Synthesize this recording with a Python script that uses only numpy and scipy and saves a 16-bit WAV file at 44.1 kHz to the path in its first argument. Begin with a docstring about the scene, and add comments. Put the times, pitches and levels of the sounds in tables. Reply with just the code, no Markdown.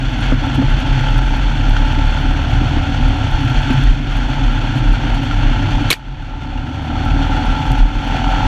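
"""The twin engine of an off-road vehicle on a dirt track, heard on board, turns at 30 to 43 cycles a second.
Its firings ring the pipe and sheet metal, low orders boom in the cab, high orders whine, the mechanism clatters.
The ground sways and jolts the body, the suspension clunks, fittings rattle and the tyres crunch grit:
filtered noise and decaying sines.
A hard clack close to the microphone makes the gain control duck, then recover."""
import sys
import numpy as np
from scipy import signal
from scipy.fft import rfft, irfft, next_fast_len
from scipy.io import wavfile
from scipy.ndimage import uniform_filter1d, minimum_filter1d, map_coordinates

SR = 44100
rng = np.random.default_rng(int(sys.argv[2]) if len(sys.argv) > 2 else 0)


def transcribe(signal):
    """Save signal, clipped to [-1, 1], as a 16-bit WAV file at the path in sys.argv[1]."""
    frames = np.atleast_2d(signal).T
    limited = np.clip(frames, -1, 1)
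    pcm = np.round(limited * 32767).astype(np.int16)
    wavfile.write(sys.argv[1], SR, pcm)


N = 373514

# spectrum of clattering metal: hz, level_db (relative)
CLATTER_SPECTRUM = [(300, -9), (560, -3.5), (820, 2), (980, -3.5), (1130, -7), (1270, -6), (1380, 6.5),
                    (1950, -4), (3450, 0), (3900, -16), (4350, -6.5), (4900, -20.5), (5900, -15.5),
                    (7700, -27), (8800, -35.5), (13500, -42.5), (15000, -63)]


def amp(db):
    """Decibels to gain."""
    return 10 ** (np.asarray(db) / 20)


def unit(x):
    """Scale to rms 1."""
    return x / np.sqrt(np.mean(x ** 2) + 1e-20)


def curves(rows):
    """One value per sample for each column after the time."""
    s, *cols = np.transpose(rows)
    return [np.interp(np.arange(N) / SR, s, c) for c in cols]


def wobble(rate):
    """A smooth random curve through normal deviates, rate knots a second."""
    knots = rng.standard_normal(int(N * rate / SR) + 4)
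    return map_coordinates(knots, [np.arange(N) * rate / SR])


def filtered(x, response):
    """x times a complex response of frequency."""
    m = next_fast_len(len(x) + SR // 2)
    spectrum = rfft(x, m) * response(np.fft.rfftfreq(m, 1 / SR))
    return irfft(spectrum, m)[:len(x)]


def coloured(x, points):
    """x through a (Hz, dB) spectrum, at rms 1."""
    hz, db = np.transpose(points)
    return unit(filtered(x, lambda f: amp(np.interp(np.log(f + 1), np.log(hz), db))))


def resonate(x, modes, order=1):
    """x through parallel (Hz, width Hz, dB) resonances, at rms 1; a higher order steepens their skirts."""
    def peak(f, hz, width_hz):
        return (1j * f * width_hz / (hz * hz - f * f + 1j * f * width_hz)) ** order

    return unit(filtered(x, lambda f: sum(amp(db) * peak(f, hz, width_hz) for hz, width_hz, db in modes)))


def noise():
    """White noise."""
    return rng.standard_normal(N)


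def add(track, s, sound):
    """Mix a sound into the track at time s."""
    part = track[round(s * SR):][:len(sound)]
    part += sound[:len(part)]


def fade(t60):
    """A quarter second of exponential decay, losing 60 dB in t60 seconds."""
    return np.exp(-np.log(1000) * np.arange(SR // 4) / SR / t60)


def tone(hz):
    """A quarter second of a sine."""
    return np.sin(2 * np.pi * hz * np.arange(SR // 4) / SR)


def rolling():
    """Tyre noise: coloured noise of wandering level."""
    # hz, level_db (relative)
    tyre_spectrum = [(20, -9), (45, 11), (180, -1.5), (330, -4.5), (430, -17), (700, -9.5), (1150, -17),
                     (3000, -17), (5000, -35.5), (14000, -78)]
    return amp(-27.5 + 3.2 * wobble(7.6)) * coloured(noise(), tyre_spectrum)


def grit():
    """Grains thrown in flurries and single stones on the underside: short decays of bright noise."""
    # hz, level_db (relative)
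    grit_spectrum = [(500, -25), (2500, 19), (4500, 0.5), (8000, 1), (13300, -4), (15300, -33)]
    # stones: start_s, level_db (relative)
    stones = [(0.4648, -43), (0.5477, -37), (0.5561, -36), (0.7043, -39), (0.7916, -43), (0.8036, -37),
              (1.0096, -43), (1.1054, -42), (1.1812, -36), (1.2645, -41), (1.3688, -38), (1.695, -35),
              (2.2099, -43), (2.5147, -43), (3.0849, -38), (3.3124, -42), (3.4101, -42), (3.4516, -41),
              (3.4994, -39), (3.7075, -39), (3.7299, -36), (3.7898, -41), (3.8372, -33), (4.1704, -41),
              (4.7551, -43), (4.768, -42), (4.781, -41), (4.788, -42), (4.9322, -40), (5.1447, -42),
              (5.1524, -40), (5.2315, -42), (7.0524, -39), (7.3652, -43), (7.456, -41), (7.7179, -31),
              (8.0781, -42), (8.2936, -43)]
    grains_per_s = 70 * amp(4 * wobble(4))
    size_db = np.minimum(5.5 * rng.exponential(size=N), 12)
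    grains = (rng.random(N) < grains_per_s / SR) * amp(size_db)
    ticks = amp(-52) * signal.fftconvolve(grains, fade(t60=.009))[:N]
    for s, db in stones:
        add(ticks, s, amp(db + 7) * fade(t60=.013))
    return ticks * coloured(noise(), grit_spectrum)


def ping():
    """A brief high ping: one decaying sine."""
    # start_s, pitch_hz, peak_db, t60_s
    s, hz, db, t60 = (.207, 9300, -45, .08)
    track = np.zeros(N)
    add(track, s, amp(db) * fade(t60=t60) * tone(hz))
    return track


def rattles():
    """Each loose fitting taps once: a short ring with a little scrape."""
    # start_s, level_db (before the rise), ring_hz
    taps = [(1.085, -18, 3070), (1.765, -14, 1410), (5.311, -14, 1370), (6.421, -17, 1400),
            (6.575, -16, 2800)]
    rings, scrapes = np.zeros((2, N))
    for s, db, hz in taps:
        blow = amp(db) * (1 - fade(t60=.004)) * fade(t60=.035)
        add(rings, s, blow * tone(hz))
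        add(scrapes, s, blow)
    return rings + .5 * scrapes * coloured(noise(), CLATTER_SPECTRUM)


def clunks():
    """The suspension hits its stop: short hard bursts of resonant noise."""
    # start_s, level_db (before the rise)
    stops = [(0.32, -16), (.618, -19)]
    # mode_hz, width_hz, level_db (relative)
    clunk_modes = [(300, 84, -0.5), (540, 180, -6), (1400, 410, -14)]
    blows = np.zeros(N)
    for s, db in stops:
        add(blows, s, amp(db) * (1 - fade(t60=0.0052)) * fade(t60=0.078))
    return blows * resonate(noise(), clunk_modes, order=2)


def body_sway():
    """The lowest body mode swings on at a wandering frequency and swells at each bump in the track."""
    # crest_s, level_db (relative), length_s at half height
    bumps = [(0.074, -13, 0.057), (0.31, -10, 0.11), (0.727, -9.5, 0.12), (0.924, -9.5, 0.05),
             (1.212, -9.5, 0.22), (1.443, -14.5, 0.16), (1.728, -9, 0.29), (2.046, -11.5, 0.19),
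             (2.288, -9, 0.1), (2.6, -14, 0.06), (2.79, -13.5, 0.065), (2.932, -12, 0.039),
             (3.07, -8, 0.094), (3.345, -9.5, 0.037), (3.587, -8.5, 0.052), (3.886, -4, 0.083),
             (4.188, -11.5, 0.057), (4.317, -15.5, 0.068), (4.456, -10.5, 0.098), (4.605, -13, 0.11),
             (4.905, -8.5, 0.15), (5.148, -9.5, 0.085), (5.45, -8.5, 0.18), (5.755, -10.5, 0.068),
             (5.88, -13, 0.035), (6.133, -10.5, 0.19), (6.37, -13, 0.098), (6.574, -8, 0.068),
             (7.11, -10, 0.096), (7.366, -18, 0.1), (7.516, -9, 0.14), (7.706, -7.5, .06),
             (7.824, -6, 0.08), (7.972, -10, 0.043), (8.428, -11.5, 0.22)]
    t = np.arange(N) / SR
    swells = sum(amp(db) * .5 ** ((2 * (t - s) / length_s) ** 2) for s, db, length_s in bumps)
    steady = amp(-22.5 + 3 * wobble(6.5))
    swing_hz = 38.5 + 3.51 * wobble(12)
    swing = np.sin(2 * np.pi * np.cumsum(swing_hz) / SR)
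    rumble = 0.29 * resonate(noise(), [(33.1, 25.6, 0)], order=3)
    return amp(1.0) * np.hypot(swells, steady) * (swing + rumble)


def shaking():
    """The ground's roughness drives the cab air and the body panels, resonances fed with noise."""
    # time_s, cab_db, panel_db
    ground = [(0.0, -26, -26.5), (2.4, -22, -26.5), (4.0, -23.5, -26.5), (5.8, -20, -25), (7.1, -23.5, -24),
              (8.47, -23.5, -26)]
    # mode_hz, width_hz, level_db (relative)
    cab_modes, panel_modes = [(103.1, 14.5, 0.5), (132.1, 24.4, -3)], [(244, 52.4, -2), (276.1, 46.5, -0.5)]
    cab_db, panel_db = curves(ground)
    rough_db = wobble(6.7)
    cab = amp(cab_db + rough_db) * resonate(noise(), cab_modes, order=2)
    # separate noise for each panel
    panels = unit(sum(amp(db) * resonate(noise(), [(hz, width_hz, 0)], order=2)
                      for hz, width_hz, db in panel_modes))
    return cab + amp(panel_db + rough_db) * panels


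def jolts():
    """Blows to the chassis knock the panels and thud in the cab air: decaying sines and a slap of noise."""
    # start_s, knock_db, thud_db (both relative)
    blows = [(0.32, -9, -15), (.582, -6.5, -17), (.612, -15, -13), (0.967, -28, -10), (1.078, -31, -16),
             (1.144, -36, -9.5), (1.673, -18, -24), (1.976, -13, -28), (2.566, -16, -11.5),
             (2.613, -10, -26), (2.767, -11.5, -28), (3.009, -20, -20), (3.409, -19.5, -18),
             (3.44, -23, -9.5), (3.497, -18, -10), (3.701, -9.5, -8.5), (3.736, -23, -11),
             (3.773, -29, -10), (4.756, -23, -9), (5.039, -17, -33), (5.397, -19, -32), (5.6, -14, -28),
             (5.806, -15, -23), (6.665, -13, -14), (7.392, -17, -19), (7.706, -20, -10)]
    # panel_hz, level_db (relative)
    knock_modes = [(225, -5.5), (266, 4), (312, -9.5)]
    thud_hz, pitch_spread = 121.8, 0.044  # spread as a share of the pitch
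    slaps, rings = np.zeros((2, N))
    # the suspension softens the start of each blow
    rise = 1 - fade(t60=0.043)
    for s, knock_db, thud_db in blows:
        detune = 1 + pitch_spread * rng.standard_normal(1 + len(knock_modes))
        knock = amp(knock_db) * rise * fade(t60=0.11)
        thud = amp(thud_db) * rise * fade(t60=0.2)
        ring = sum(amp(db) * tone(hz * d) for (hz, db), d in zip(knock_modes, detune[1:]))
        add(rings, s, 1.15 * knock * ring + 1.5 * thud * tone(thud_hz * detune[0]))
        add(slaps, s, knock)
    slap_noise = resonate(noise(), [(298, 190, -1.0), (543, 400, -8)], order=2)
    return rings + amp(-12.5) * slaps * slap_noise


def clack():
    """Ten hard contacts near the microphone within 35 ms: sines, cracks, overtones and a brief frame ring."""
    # start_s, level_db (relative), ring_hz, ring_t60_s, crack_db and overtone_db (over level_db)
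    contacts = [(5.9032, 12.5, 4100, .018, -4.5, -10), (5.9055, 6, 4300, .01, 2.5, -4),
                (5.9075, 8, 2450, .022, -3, -5), (5.9128, 17.5, 2250, .022, -9, -24),
                (5.9158, 4, 2700, .02, 0, -16), (5.9222, 5.5, 2100, .016, -4, -20),
                (5.9261, 5, 1700, .02, 3.5, -9), (5.929, 14.5, 4450, .012, -4.5, -22),
                (5.9362, 2.5, 4500, .009, -4, -20), (5.9378, 8.5, 1850, .014, -12, -30)]
    # overtone_hz, width_hz, level_db (relative)
    overtone_modes = [(9650, 850, 1), (12280, 930, -1)]
    # hz, level_db (relative)
    crack_spectrum = [(200, -2), (1000, -6.5), (3500, -2), (5000, -12.5), (6200, -9.5), (10000, -20),
                      (14000, -25), (16000, -42)]
    rings, cracks, bright, tail = np.zeros((4, N))
    for s, db, hz, t60, crack_db, overtone_db in contacts:
        add(rings, s, amp(db + 2.5) * (1 - fade(t60=.001)) * fade(t60=t60) * tone(hz))
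        add(cracks, s, amp(db + crack_db + 1) * (fade(t60=0.017) + 0.02 * fade(t60=0.15)))
        add(bright, s, amp(db + overtone_db) * fade(t60=.018))
        add(tail, s, amp(db - 23) * fade(t60=0.091))
    overtones = bright * resonate(noise(), overtone_modes, order=2)
    crack = cracks * coloured(noise(), crack_spectrum)
    frame = tail * resonate(noise(), [(2430, 490, 0)])
    return amp(-6.5) * (rings + overtones + crack + frame)


def clatter(clatter_db, strokes):
    """The mechanism's coloured noise, a little harder on each stroke."""
    level_db = clatter_db + 0.3 + 0.77 * wobble(25) + 1.04 * wobble(110)
    return amp(level_db) * coloured(noise() * (1 + 0.25 * strokes), CLATTER_SPECTRUM)


def whine(speed_hz, cycle):
    """High engine orders sing as they glide through resonances; random phase and level roughen them."""
    # order, level_db (relative)
    note_orders = [(16, 4), (17, -1.5), (18, 3.5), (19, 3), (20, -2.5), (21, 1.5), (22, -5), (23, -8.5),
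                   (24, -4), (25, -0.5), (26, -1), (27, -5), (28, -10), (29, -4), (30, 8)]
    # resonance_hz, width_hz (at -6 dB), level_db (relative)
    singing = [(601, 40, -12.5), (753, 29, 0.5), (788, 48, -2), (865, 46, 2.5), (908, 16.6, -10)]
    grid_hz = np.arange(1500)
    power = sum(amp(2 * db) / (1 + (2 * (grid_hz - hz) / width_hz) ** 2) ** 2 for hz, width_hz, db in singing)
    gains = np.sqrt(power)
    note = np.zeros(N)
    for k, db in note_orders:
        level_db = -9.5 + db + 2.5 * wobble(9) + 1.4 * wobble(45)
        jitter_rad = .43 * (wobble(18) + wobble(70))
        phase = 2 * np.pi * round(k) * cycle + jitter_rad
        note += np.interp(round(k) * speed_hz, grid_hz, gains) * amp(level_db) * np.sin(phase)
    return note


def boom(speed_hz, cycle, bark_db):
    """Low orders as sines: the first and third follow the bark, the others swell at cab resonances."""
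    # order, resonance_hz, width_hz (at -3 dB), on_db, away_db
    cab_boom = [(2, 74.9, 5.7, -20.5, -36), (4, 133.3, 6.1, -20.5, -33)]
    orders = [(1, amp(bark_db + 4.5)), (3, amp(bark_db - 5))]
    for k, hz, width_hz, on_db, away_db in cab_boom:
        detune = 2 * (round(k) * speed_hz - hz) / width_hz
        orders.append((round(k), np.hypot(amp(on_db) / np.hypot(1, detune), amp(away_db))))
    total = np.zeros(N)
    for k, gain in orders:
        sine = np.sqrt(2) * np.sin(2 * np.pi * (k * cycle + rng.random()))
        total += gain * amp(1.7 * wobble(9.7) - 0.84) * sine
    return total


def firings(cycle, scatter_db, jitter_s):
    """One impulse per engine cycle, uneven in size and time."""
    at = np.flatnonzero(np.diff(np.floor(cycle)) > 0)
    size, late = rng.standard_normal((len(at), 2)).T
    at = np.clip(np.round(at + late * jitter_s * SR), 0, N - 1).astype(int)
    return np.bincount(at, amp(scatter_db * size), N)


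def bark_and_buzz(cycle, second, strokes, bark_db):
    """Firing impulses and puffs of turbulent gas ring the pipe (bark) and the sheet metal (buzz)."""
    # mode_hz, width_hz, level_db (relative)
    pipe_modes, sheet_modes = [(282.8, 47, 8), (538, 66, 4.5), (754, 44.6, 13), (861, 49, 16)], [(1201, 51, -3.5), (1351.4, 69, 7.5), (1480, 99, -1)]
    first_pulses = firings(cycle, scatter_db=1.5, jitter_s=.00005)
    second_pulses = firings(second, scatter_db=1.5, jitter_s=.00005)
    pulses = unit(first_pulses + .7 * second_pulses)

    def drive():
        return pulses + 1.2 * unit(noise() * strokes)

    bark = amp(bark_db - 1.5) * resonate(drive(), pipe_modes, order=2)
    buzz = amp(bark_db - 7) * resonate(drive(), sheet_modes, order=2)
    return bark + buzz


def engine():
    """Two uneven strokes a cycle drive the bark, buzz and clatter; sines at engine orders boom and whine."""
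    # time_s, speed_hz (engine cycles)
    speed_curve = [(0.0, 31.8), (0.2, 31.56), (0.4, 32.7), (0.8, 33.6), (1.0, 33.3), (1.22, 33.35),
                   (1.6, 35.4), (1.8, 36.1), (2.15, 37.0), (2.8, 37.96), (3.0, 37.85), (3.2, 37.3),
                   (3.39, 36.1), (3.6, 34.1), (3.79, 33.1), (4.19, 31.0), (5.19, 30.2), (5.6, 31.1),
                   (5.99, 33.6), (6.42, 36.9), (7.38, 38.7), (7.98, 40.65), (8.25, 42.3), (8.47, 43.2)]
    # time_s, bark_db, clatter_db (both relative)
    load_curve = [(0.0, -41.5, -31), (0.29, -31, -27), (0.37, -46, -30), (0.44, -27, -29),
                  (0.73, -35.5, -28), (1.09, -29.5, -26.5), (1.17, -30, -27.5), (3.1, -28, -28.5),
                  (3.74, -30, -26.5), (3.88, -36.5, -27.5), (4.04, -43, -33.5), (4.1, -30, -28.5),
                  (5.55, -31.5, -29.5), (5.87, -26.5, -27), (6.8, -26.5, -30.5), (7.45, -25.5, -28.5),
                  (7.95, -29.5, -29.5), (8.15, -26, -27.5), (8.44, -22.5, -25.5)]
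    speed_hz, = curves(speed_curve)
    bark_db, clatter_db = curves(load_curve)
    cycle = np.cumsum(speed_hz) / SR
    second = cycle - .46  # the second stroke comes at 46 % of the cycle
    strokes = np.exp(-14 * (cycle % 1)) + .8 * np.exp(-14 * (second % 1))
    # two swells a cycle, one the stronger
    angle = 2 * np.pi * (cycle - .05)
    throb = unit(1 + .4 * np.cos(2 * angle) + .2 * np.cos(angle))
    throbbing = throb * bark_and_buzz(cycle, second, strokes, bark_db)
    singing_note = amp(bark_db) * throb ** 2 * whine(speed_hz, cycle)
    return boom(speed_hz, cycle, bark_db) + throbbing + singing_note + clatter(clatter_db, strokes)


def scene():
    """Everything as it reaches the microphone on board."""
    ground = rolling() + grit() + ping()
    body = rattles() + clunks() + body_sway() + shaking() + jolts()
    return (ground + body + clack() + engine())[None]


def gain_control(x, ceiling_db, recover_db_per_s, size=200):
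    """Peaks over the ceiling pull the gain down within size samples; it returns at a steady dB rate."""
    # moving maximum
    peaks = -minimum_filter1d(-np.abs(x), size)
    excess_db = np.maximum(20 * np.log10(peaks + 1e-9) - ceiling_db, 0)
    ramp_db = recover_db_per_s * np.arange(N) / SR
    cut_db = np.maximum.accumulate(excess_db + ramp_db) - ramp_db
    return x * amp(-uniform_filter1d(cut_db, size))


def record(dry):
    """Gain control, then the recorder's band limit."""
    held = gain_control(dry[0], ceiling_db=-.6, recover_db_per_s=14.5)
    top_hz = 15300
    return filtered(held, lambda hz: hz < top_hz)[None]


dry = scene()
out = record(dry)
transcribe(out)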